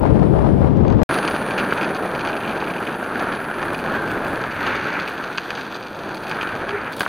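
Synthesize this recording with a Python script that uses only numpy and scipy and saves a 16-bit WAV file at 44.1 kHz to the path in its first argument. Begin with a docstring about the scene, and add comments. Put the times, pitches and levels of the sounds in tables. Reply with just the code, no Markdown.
"""Wind buffets the microphone at head height, over the faint hiss of an electric skateboard on a path.
After a short silent break the board is heard from beside its wheels: coarse asphalt shakes deck and
wheels, pebbles knock, and loose hardware rattles on the battery box and trucks. The motor drive
whistles, the wheels squeal and scrub in turns, and a bushing groans as the rider leans.
Dry leaves snap under the wheels, loudest at the end."""
import sys
import numpy as np
from scipy import signal
from scipy.fft import rfft, irfft
from scipy.io import wavfile

SR = 44100
rng = np.random.default_rng(int(sys.argv[2]) if len(sys.argv) > 2 else 0)


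def waveform_to_disk(signal):
    """Save audio, clipped to [-1, 1], as 16-bit WAV at the path in sys.argv[1]."""
    frames = np.transpose(np.atleast_2d(signal))
    scaled = np.clip(frames, -1, 1) * 32767
    samples = np.round(scaled).astype(np.int16)
    wavfile.write(sys.argv[1], SR, samples)


N = 312228
T = np.arange(N) / SR
WIND_END_S, RIDE_START_S = 1.033, 1.092  # the silent break lies between


# How hard the road drives the board. Each row: time in seconds, then deck rumble, wheel roar and grit
# in relative dB.
ROAD_LEVELS = [(1.1, -20, -22.5, -38.5), (1.45, -24, -27.5, -46.5), (1.78, -23, -24, -44),
               (1.98, -23, -28.5, -48), (2.3, -23.5, -26.5, -46.0), (3.0, -26.5, -29, -48.5),
               (3.2, -26, -27, -47.0), (3.5, -26.9, -26.5, -49), (3.8, -23.5, -26, -45),
               (4.3, -23.5, -27.5, -47.5), (4.5, -28.5, -27, -47), (4.68, -26.5, -23.5, -39.5),
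               (5.15, -29, -28, -46), (5.6, -31.5, -31, -43), (5.95, -30, -33.5, -47.5),
               (6.2, -29, -32.5, -46.5), (6.45, -29.5, -24, -47.5), (6.6, -28, -30.0, -48),
               (6.88, -29.4, -25, -49.5), (6.97, -30, -34, -45.9)]


def shaking(s):
    """The road shakes deck, wheels, box and grit: their relative levels in dB at time s."""
    times, *columns = np.transpose(ROAD_LEVELS)
    deck_db, wheel_db, grit_db = [np.interp(s, times, c) for c in columns]
    box_db = 0.68 * wheel_db + 0.32 * grit_db - 4  # the box is shaken through the wheels and by grit
    return np.array([deck_db, wheel_db, box_db, grit_db])


# Fine dust under the wheels. Each row: time in seconds, relative level in dB.
DUST_LEVELS = [(1.1, -59), (2.0, -64), (2.5, -61.5), (3.4, -64), (4.15, -60.5), (5.2, -64.5), (6.1, -65.6),
               (6.3, -63), (6.75, -67)]
# Tone colours: low deck, roaring wheels, clacking battery box, bright grit, fizzing dust.
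# Each row: frequency in Hz, gain in dB.
DECK_SPECTRUM = [(20, -19), (45, -15), (80, -11), (130, -5), (200, -0.5), (270, -0.5), (350, 0.5),
                 (450, -1), (600, -1.5), (760, -3.5), (880, -5.5), (1100, -7.5), (1500, -19), (2500, -60.5)]
WHEEL_SPECTRUM = [(500, -40), (900, -5.5), (1150, -6.5), (1370, -1), (1600, -1), (1780, -5.5), (2000, -14),
                  (2300, -14), (3500, -44.5)]
BOX_SPECTRUM = [(1300, -36), (2080, -10), (2420, 2), (2650, -3), (2800, -4.5), (3000, -7), (3300, -12),
                (3700, -14.5), (4600, -34), (6000, -55)]
GRIT_SPECTRUM = [(2200, -32.5), (3400, 2.5), (3900, -2), (4300, -1), (4650, -2), (4950, -8), (5250, -20.5),
                 (5600, -12), (6300, -10), (6700, -16), (7150, -29), (9000, -28), (14000, -49)]
DUST_SPECTRUM = [(4000, -10), (7000, -0.5), (8600, 1.5), (9500, 4), (10600, -8), (11300, -0.5),
                 (12100, 9.5), (13300, -2), (14500, 3), (15600, -6)]


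def rolling():
    """Shared asphalt grains set the board's parts ringing, in smoother and rougher patches."""
    patch_db = 0.96 * wander(5.3)
    deck_db, wheel_db, box_db, grit_db = shaking(T) + patch_db
    dust_db, = curves(DUST_LEVELS)
    stones = grains(per_s=2600, spread_db=3.0)
    chips = grains(per_s=130, spread_db=3.5)
    sand = grains(per_s=67, spread_db=1.0)
    coarseness = unit_rms(wander(130) + .55 * wander(22))

    def shaken(spectrum, db, impacts, rough_db, noise=1):
        """One part, driven by impacts and noise that swell with the coarseness."""
        force = (impacts + noise * rng.standard_normal(N)) * gain_of(rough_db * coarseness)
        return resonate(force, spectrum) * gain_of(db)

    deck = shaken(DECK_SPECTRUM, deck_db - 1.82, stones, rough_db=0.94, noise=1.05)
    wheel = shaken(WHEEL_SPECTRUM, wheel_db - 1.5, stones, rough_db=1.5, noise=0.76)
    box = shaken(BOX_SPECTRUM, box_db - 3.7, 0.73 * stones + 0.65 * chips, rough_db=1.6)
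    grit = shaken(GRIT_SPECTRUM, grit_db - 1.0, 0.68 * stones + 0.83 * chips, rough_db=0.95)
    dust = shaken(DUST_SPECTRUM, dust_db + 6.0, 0.56 * chips + 0.78 * sand, rough_db=2.4)
    return deck + wheel + box + grit + dust


def grains(per_s, spread_db):
    """Force of small stones under the wheels: many slight, a few large; rms 1."""
    size = gain_of(spread_db * np.minimum(rng.exponential(1, N), 4.5))
    return unit_rms(size * rng.choice([-1, 1], N) * (rng.random(N) < per_s / SR))


# The wind's deep buffet and its brighter flutter. Each row: frequency in Hz, gain in dB.
BUFFET_SPECTRUM = [(12, -65), (20, -8), (65, -1), (124, 0), (196, -2), (276, -5), (370, -7), (570, -16.5),
                   (675, -27), (800, -21.5), (1040, -35), (1760, -120)]
FLUTTER_SPECTRUM = [(290, -28.5), (520, -5), (930, -12), (1390, -21.5), (2090, -31.5), (3200, -40.5),
                    (4600, -46.5), (6500, -58), (10000, -63), (15700, -86)]
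# Where the wind sits in stereo. Each row: frequency in Hz, left minus right in dB.
WIND_BALANCE = [(60, 11), (240, 15), (950, 15), (3770, 27), (15000, -15)]
# Eddies hitting the microphone, and at 0.91 s a burst of flutter that comes with the distant hardware taps.
# Each row: time in seconds, slap level in dB, flutter swell in dB.
EDDY_SLAPS = [(0.063, 5, 9), (0.156, 1.5, 6.5), (0.24, -11, 7), (0.382, -4, 8), (0.469, 0, 4.5),
              (0.489, 1, 2.5), (0.65, -2, 8.5), (0.851, 2.5, 0), (0.91, -7, 7.5), (1.018, 8, 7)]


def wind():
    """Eddies buffet each microphone port separately, mostly the left; flutter swells round each slap."""
    buffet_db = -13 - 4.5 * np.exp(-T / 0.066)  # builds up quickly, then holds
    flutter_db = -30 + sum(swell_db * bell(s, width_s=0.033) for s, _, swell_db in EDDY_SLAPS)
    left_over_right_db = spectrum_at(WIND_BALANCE, np.fft.rfftfreq(N, 1 / SR))
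    ports = []
    for side in (1, -1):
        buffet = resonate(rng.standard_normal(N), BUFFET_SPECTRUM) * gain_of(buffet_db)
        bursts = rng.standard_normal(N) * gain_of(2.64 * wander(83))
        flutter = resonate(bursts, FLUTTER_SPECTRUM) * gain_of(flutter_db)
        for s, db, _ in EDDY_SLAPS:
            add(flutter, s, gain_of(db) * strike(ring(FLUTTER_SPECTRUM), chatter=1.9, decay_s=0.0027))
        share = np.sqrt(2 / (1 + gain_of(-side * left_over_right_db) ** 2))
        ports.append(irfft(rfft(buffet + flutter) * share, N))
    return np.array(ports)


# Knocks from pebbles and cracks. Each row: start in seconds, then deck, wheel and metal accents in dB,
# riding on the road's level.
PEBBLE_HITS = [(1.11, 3, -6, -8), (1.187, -5, 3, 9), (1.251, 1.5, -8, 9), (1.277, -8, -1, 14.5),
               (1.283, -8, 8.5, 10.5), (1.341, 9, -6, -7), (1.363, -2, 3, 8), (1.58, -14, 3, 13),
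               (1.586, -7, 0, 12), (1.593, -12, -5, 12), (1.599, -4, -4, 10), (1.724, 5.5, 7, -9),
               (1.829, -6, -4, 7.5), (2.273, -10, 2.5, 9.5), (2.624, 6.5, 5, -4), (3.157, 0, 7.5, 3),
               (3.628, -10, 4, 10), (3.746, -14, -1, 7.5), (4.439, 4, 3, 9), (5.376, -4, -6, 14),
               (5.382, -2, 11, 17.5), (5.505, -1, 7, 13.5), (6.313, 4, 4, 11), (6.43, 6, -3, 11),
               (6.473, 2, -3, 8), (6.553, 1, -3, 6.5), (6.692, -5, 6, 11.5), (7.007, 6, 18, 20),
               (7.017, 7.5, 9, 13), (7.032, -14, 14, 7), (7.063, 5, 17, -10)]


def pebbles():
    """Each pebble thumps the deck, kicks a wheel and jolts the metal parts."""
    bodies = np.array([ring(DECK_SPECTRUM), ring(WHEEL_SPECTRUM), *hardware()])
    out = np.zeros(N)
    for s, deck_db, wheel_db, metal_db in PEBBLE_HITS:
        levels_db = 23 + shaking(s) + [deck_db, wheel_db, metal_db, metal_db]
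        add(out, s, strike(gain_of(levels_db) @ bodies, chatter=0.96, decay_s=0.0048))
    return out


# Bouts of chatter on rough stretches. Each row: start and length in seconds, then box and truck accents
# in dB, riding on the road's level.
RATTLE_BOUTS = [(1.143, .02, -2, 2), (1.228, .01, 2.5, -3), (1.508, .03, 7.5, 5), (1.708, .04, 3, 0),
                (1.775, .07, 3.5, 1), (1.948, .03, 0, 5), (2.15, .06, 3.5, 3.5), (2.25, .05, 6, 4),
                (2.33, .24, 4.5, -6), (2.613, .18, 4, -3), (2.869, .03, 9.5, -4), (2.943, .01, 2, 0),
                (3.195, .03, 2, 6.5), (3.326, .03, 2, 2), (4.999, .01, 1, 4.5), (5.076, .01, 8.5, 5),
                (5.239, .01, 3, 2), (5.552, .01, 0, 2), (5.745, .04, -4, 4), (5.99, .01, -5, 1),
                (6.145, .04, 2, 3.5), (6.269, .07, 0, 3.5), (6.412, .02, 9, 7), (6.931, .01, 1, 6),
                (7.054, .01, 11, -4)]


def rattles(count=150, ticks_per_s=12, gap_s=.03):
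    """Loose parts tap box and trucks in stray ticks and uneven runs; each tap bounces once."""
    tick_times = RIDE_START_S + (np.arange(count) + rng.random(count)) / ticks_per_s
    tick_db = -1.5 + 1.5 * rng.standard_normal(count)
    taps = list(zip(tick_times, tick_db, tick_db))
    for start, length, box_accent, truck_accent in RATTLE_BOUTS:
        delays = np.append(0, np.cumsum(gap_s * (.5 + rng.random(count))))
        taps += [(start + s, box_accent, truck_accent) for s in delays[delays < length]]
    box, truck = hardware()
    out = np.zeros(N)
    for s, box_accent, truck_accent in taps:
        _, _, box_db, grit_db = shaking(s) + 25.5
        tap = gain_of(box_db + box_accent) * box + gain_of(grit_db + truck_accent + 3.0) * truck
        add(out, s, strike(tap, chatter=1.5, decay_s=0.0039))
        add(out, s + rng.uniform(0.006, .011), gain_of(-5.5) * tap)  # the bounce
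    return out


# Ringing of the aluminium box and of the trucks. Each row: frequency in Hz, relative level in dB,
# seconds to fall by 60 dB.
BOX_RINGING = [(1280, 2, 0.037), (2500, 9, 0.064), (2620, -10, .029), (2810, -10, 0.015)]
TRUCK_RINGING = [(4610, 9, 0.016), (4700, -7, 0.014), (6210, -9.5, 0.042)]


def hardware():
    """How the battery box and the trucks answer a tap."""
    box = metal(BOX_SPECTRUM, BOX_RINGING, ring_db=-14.5)
    truck = metal(GRIT_SPECTRUM, TRUCK_RINGING, ring_db=-9.0)
    return box, truck


def metal(spectrum, modes, ring_db):
    """A dull clack that leaves a few modes ringing, energy 1."""
    clack = ring(spectrum)
    t = np.arange(len(clack)) / SR
    tones = sum(gain_of(db - 60 * t / t60) * np.sin(2 * np.pi * hz * t) for hz, db, t60 in modes)
    return unit_energy(clack + gain_of(ring_db) * unit_energy(tones))


# Leaves under the wheels. Each row: start in seconds, relative level in dB.
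LEAF_SNAPS = [(1.143, -34), (1.3, -38), (1.736, -37), (3.7329, -38), (3.78, -39), (4.1153, -37),
              (4.2832, -41), (5.078, -39), (5.505, -40), (6.148, -40), (6.2956, -39), (6.425, -39),
              (6.924, -36), (6.9664, -32), (6.996, -26.5), (7.005, -28), (7.03, -36)]
# A dry leaf's crisp colour. Each row: frequency in Hz, gain in dB.
LEAF_SPECTRUM = [(1500, -32), (3500, 11), (6000, -6), (7500, -4), (9200, 3), (11000, 2), (13000, -4),
                 (15800, -2)]


def leaves():
    """Dry leaves break with short bright snaps, then crumble."""
    leaf, out = ring(LEAF_SPECTRUM), np.zeros(N)
    for s, db in LEAF_SNAPS:
        add(out, s, gain_of(db + 18.5) * strike(leaf, chatter=3.1, decay_s=0.0016))
        add(out, s, gain_of(db + 17.5) * strike(leaf, chatter=20, decay_s=0.038, size=4096))  # crumbs
    return out


# Rasps as the rider carves. Each row: peak time and half length in seconds, centre in Hz, peak in dB.
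CARVES = [(4.705, 0.25, 1950, -27.5), (4.964, 0.12, 1950, -28.5), (6.768, 0.071, 1900, -31),
          (6.88, 0.047, 1900, -34)]


def scrubs(edge_db=14.5):
    """Wheels scrub sideways in a broad rasp that starts and ends edge_db under its peak."""
    out = np.zeros(N)
    for s, half_s, hz, db in CARVES:
        swell = [(s - half_s, hz, db - edge_db), (s, hz, db), (s + half_s, hz, db - edge_db)]
        out += stick_slip(swell, width_hz=740, steady=0)
    return out


# A thin, falling squeal. Each row: time in seconds, pitch in Hz, level in dB.
SQUEAL_GLIDE = [(3.93, 1595, -42), (3.99, 1574, -27), (4.04, 1555, -30.5), (4.1, 1520, -30.5),
                (4.17, 1500, -50)]


def wheel_squeal():
    """Wheels sliding sideways in a turn slip steadily enough to sing."""
    return stick_slip(SQUEAL_GLIDE, width_hz=42, steady=3.5)


# A short, rising groan. Each row: time in seconds, pitch in Hz, level in dB.
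GROAN_GLIDE = [(6.66, 382, -44), (6.75, 407, -24), (6.82, 417, -55)]


def bushing_groan():
    """A truck bushing slips unevenly as the rider leans."""
    return stick_slip(GROAN_GLIDE, width_hz=25, steady=0.58)


def stick_slip(glide, width_hz, steady):
    """Rubber that grips and slips sings in a resonance; the steadier the slips, the purer the tone."""
    hz, db = curves(glide)
    slips = (steady + wander(width_hz) + 1j * wander(width_hz)) / np.sqrt(1 + steady ** 2 / 2)
    tone = (slips * np.exp(2j * np.pi * np.cumsum(hz) / SR)).real
    return tone * gain_of(db) * (T > glide[0][0]) * (T < glide[-1][0])


# The drive's two families of whistles. Each row: frequency in Hz, relative level in dB.
LOW_WHISTLES = [(9580, 0), (9935, -6), (10048, -14), (10104, -15), (9163, -18)]
HIGH_WHISTLES = [(10402, 0), (10640, -5), (10280, -11), (10815, -16), (12056, -9), (7935, -19)]
# Their strength close up. 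Each row: time in seconds, then low and high family in relative dB.
WHISTLE_LEVELS = [(1.1, -41, -43.5), (1.45, -47, -55), (1.65, -54, -51), (2.2, -56, -54), (3.0, -64, -53.6),
                  (3.6, -60.6, -51.5), (4.0, -63.5, -61), (4.35, -64.1, -56), (4.9, -69, -61.0),
                  (5.15, -63, -64), (5.6, -61, -77), (5.85, -67.8, -71.9), (6.05, -62, -68),
                  (6.45, -63, -55.5), (6.7, -59, -70), (6.95, -70, -57)]


def motor(far_low_db=-65, far_high_db=-76, coast_start_s=.69):
    """Two families of whistles trade strength as the load changes; they stop while the rider coasts."""
    low_db, high_db = np.where(T < WIND_END_S, [[far_low_db], [far_high_db]], curves(WHISTLE_LEVELS))
    driven = (T < coast_start_s) | (T > WIND_END_S)
    low = whistle(LOW_WHISTLES, waver_hz=6.9, flutter_db=2.0, skirt=0.26) * gain_of(low_db - 3.0)
    high = whistle(HIGH_WHISTLES, waver_hz=7.0, flutter_db=2.0, skirt=0.35) * gain_of(high_db - 3.5)
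    return (low + high) * driven


# The drive's slow pitch drift. Each row: time in seconds, offset in Hz.
DRIVE_DRIFT = [(0, 1.5), (1.1, -5), (2.5, 2), (4.5, 13), (7.08, 15.5)]


def whistle(lines, waver_hz, flutter_db, skirt):
    """The drive's switching tones waver and flutter as the board shakes, each over a noisy skirt."""
    drift_hz, = curves(DRIVE_DRIFT)
    shift_cycles = np.cumsum(drift_hz + waver_hz * wander(25)) / SR
    tones = 0
    for hz, db in lines:
        strength = gain_of(db + flutter_db * wander(14)) * (1 + skirt * wander(220))
        tones += strength * np.sin(2 * np.pi * (hz * T + shift_cycles + rng.random()))
    return np.sqrt(2) * tones


# The board's thin hiss at head height. Each row: frequency in Hz, gain in dB.
FAR_SPECTRUM = [(300, -3), (1200, 5.5), (2400, -3), (3300, -6), (4200, -15.5), (5200, -17), (6500, -30),
                (8000, -39), (15000, -33)]
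# Its rattles from up there. Each row: start in seconds, relative level in dB.
FAR_RATTLES = [(0.0657, -38), (0.7706, -30), (0.866, -35), (0.881, -20.5), (0.902, -21), (0.924, -25)]


def far_board():
    """From head height the wheels are a faint hiss, with a few taps of hardware."""
    road = rng.standard_normal(N) * gain_of(1.4 * wander(70))
    out = resonate(road, FAR_SPECTRUM) * gain_of(-46.5)
    box, truck = hardware()
    for s, db in FAR_RATTLES:
        add(out, s, gain_of(db + 2.5) * strike(box + truck, chatter=0.66, decay_s=0.0021))
    return out


# Light gusts beside the board. Each row: start and end of the plateau in seconds, level in dB.
BREEZE_GUSTS = [(3.62, 4.75, -43.5), (6.55, 6.75, -44)]
# Their soft rumble. Each row: frequency in Hz, gain in dB.
BREEZE_SPECTRUM = [(18, -8), (35, -1), (70, -2), (110, 5), (180, -6.5), (350, -37)]


def breeze(calm_db=-58.5, edge_s=0.078):
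    """A low wind rumble comes and goes as the microphone swings on a hand-held pole."""
    gusts = sum(gain_of(db) * bell(np.clip(T, start, end), edge_s) for start, end, db in BREEZE_GUSTS)
    return resonate(rng.standard_normal(N), BREEZE_SPECTRUM) * (gain_of(calm_db) + gusts)


def strike(body, chatter, decay_s, size=512):
    """Hits a body's impulse response with a sharp push followed by a brief chatter."""
    tail = rng.standard_normal(size) * np.exp(-np.arange(size) / SR / decay_s)
    force = chatter * unit_energy(tail)
    force[0] += 1
    return np.convolve(unit_energy(force), body)


def ring(spectrum, size=4096):
    """Minimum-phase impulse response of a body with this spectrum, energy 1."""
    hz = abs(np.fft.fftfreq(size, 1 / SR))
    octaves_past_end = np.log2(np.maximum(hz / spectrum[-1][0], 1))
    log_gain = np.log(gain_of(spectrum_at(spectrum, hz) - 20 * octaves_past_end) + 1e-5)
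    transfer = np.exp(np.conj(signal.hilbert(log_gain)))
    return unit_energy(np.fft.ifft(transfer).real[:size // 2])


def resonate(force, spectrum):
    """A force played through a body, rms 1."""
    return unit_rms(signal.oaconvolve(force, ring(spectrum))[:N])


def wander(hz):
    """Random motion of rms 1, rolled off above hz."""
    f = np.fft.rfftfreq(N, 1 / SR)
    return unit_rms(irfft(rfft(rng.standard_normal(N)) / (1 + (f / hz) ** 4), N))


def bell(s, width_s):
    """A smooth swell of height 1 around time s."""
    return np.exp(-.5 * ((T - s) / width_s) ** 2)


def spectrum_at(points, hz):
    """Reads a spectrum on a log-frequency axis."""
    f, db = np.transpose(points)
    return np.interp(np.log(hz + 1), np.log(f + 1), db)


def curves(rows):
    """Each column of a timed table, sample by sample."""
    times, *columns = np.transpose(rows)
    return [np.interp(T, times, c) for c in columns]


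def add(mix, s, sound):
    """Mixes a sound in at time s."""
    part = mix[max(round(s * SR), 0):][:len(sound)]
    part += sound[:len(part)]


def gain_of(db):
    """Decibels to amplitude."""
    return 10 ** (np.asarray(db) / 20)


def unit_rms(x):
    """Scales to rms 1."""
    return x / np.sqrt(np.mean(x ** 2) + 1e-20)


def unit_energy(x):
    """Scales to energy 1."""
    return x / np.linalg.norm(x)


def scene():
    """Wind at head height, a short break, then the board close up and centred."""
    whine = motor()
    squeaks = wheel_squeal() + bushing_groan()
    board = rolling() + pebbles() + rattles() + leaves() + scrubs() + squeaks
    at_head = wind() + far_board() + whine
    at_wheels = board + breeze() + whine
    return at_head * (T < WIND_END_S) + at_wheels * (T > RIDE_START_S)


def record(dry, ceiling=.97, cutoff_hz=15850):
    """Rounds off the strongest gusts near full scale, then cuts the highest treble."""
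    rounded = dry / (1 + (dry / ceiling) ** 8) ** (1 / 8)
    lowpass = signal.firwin(511, cutoff_hz, window=("kaiser", 9), fs=SR)
    return signal.oaconvolve(rounded, lowpass[None], "same")


dry = scene()
out = record(dry)
waveform_to_disk(out)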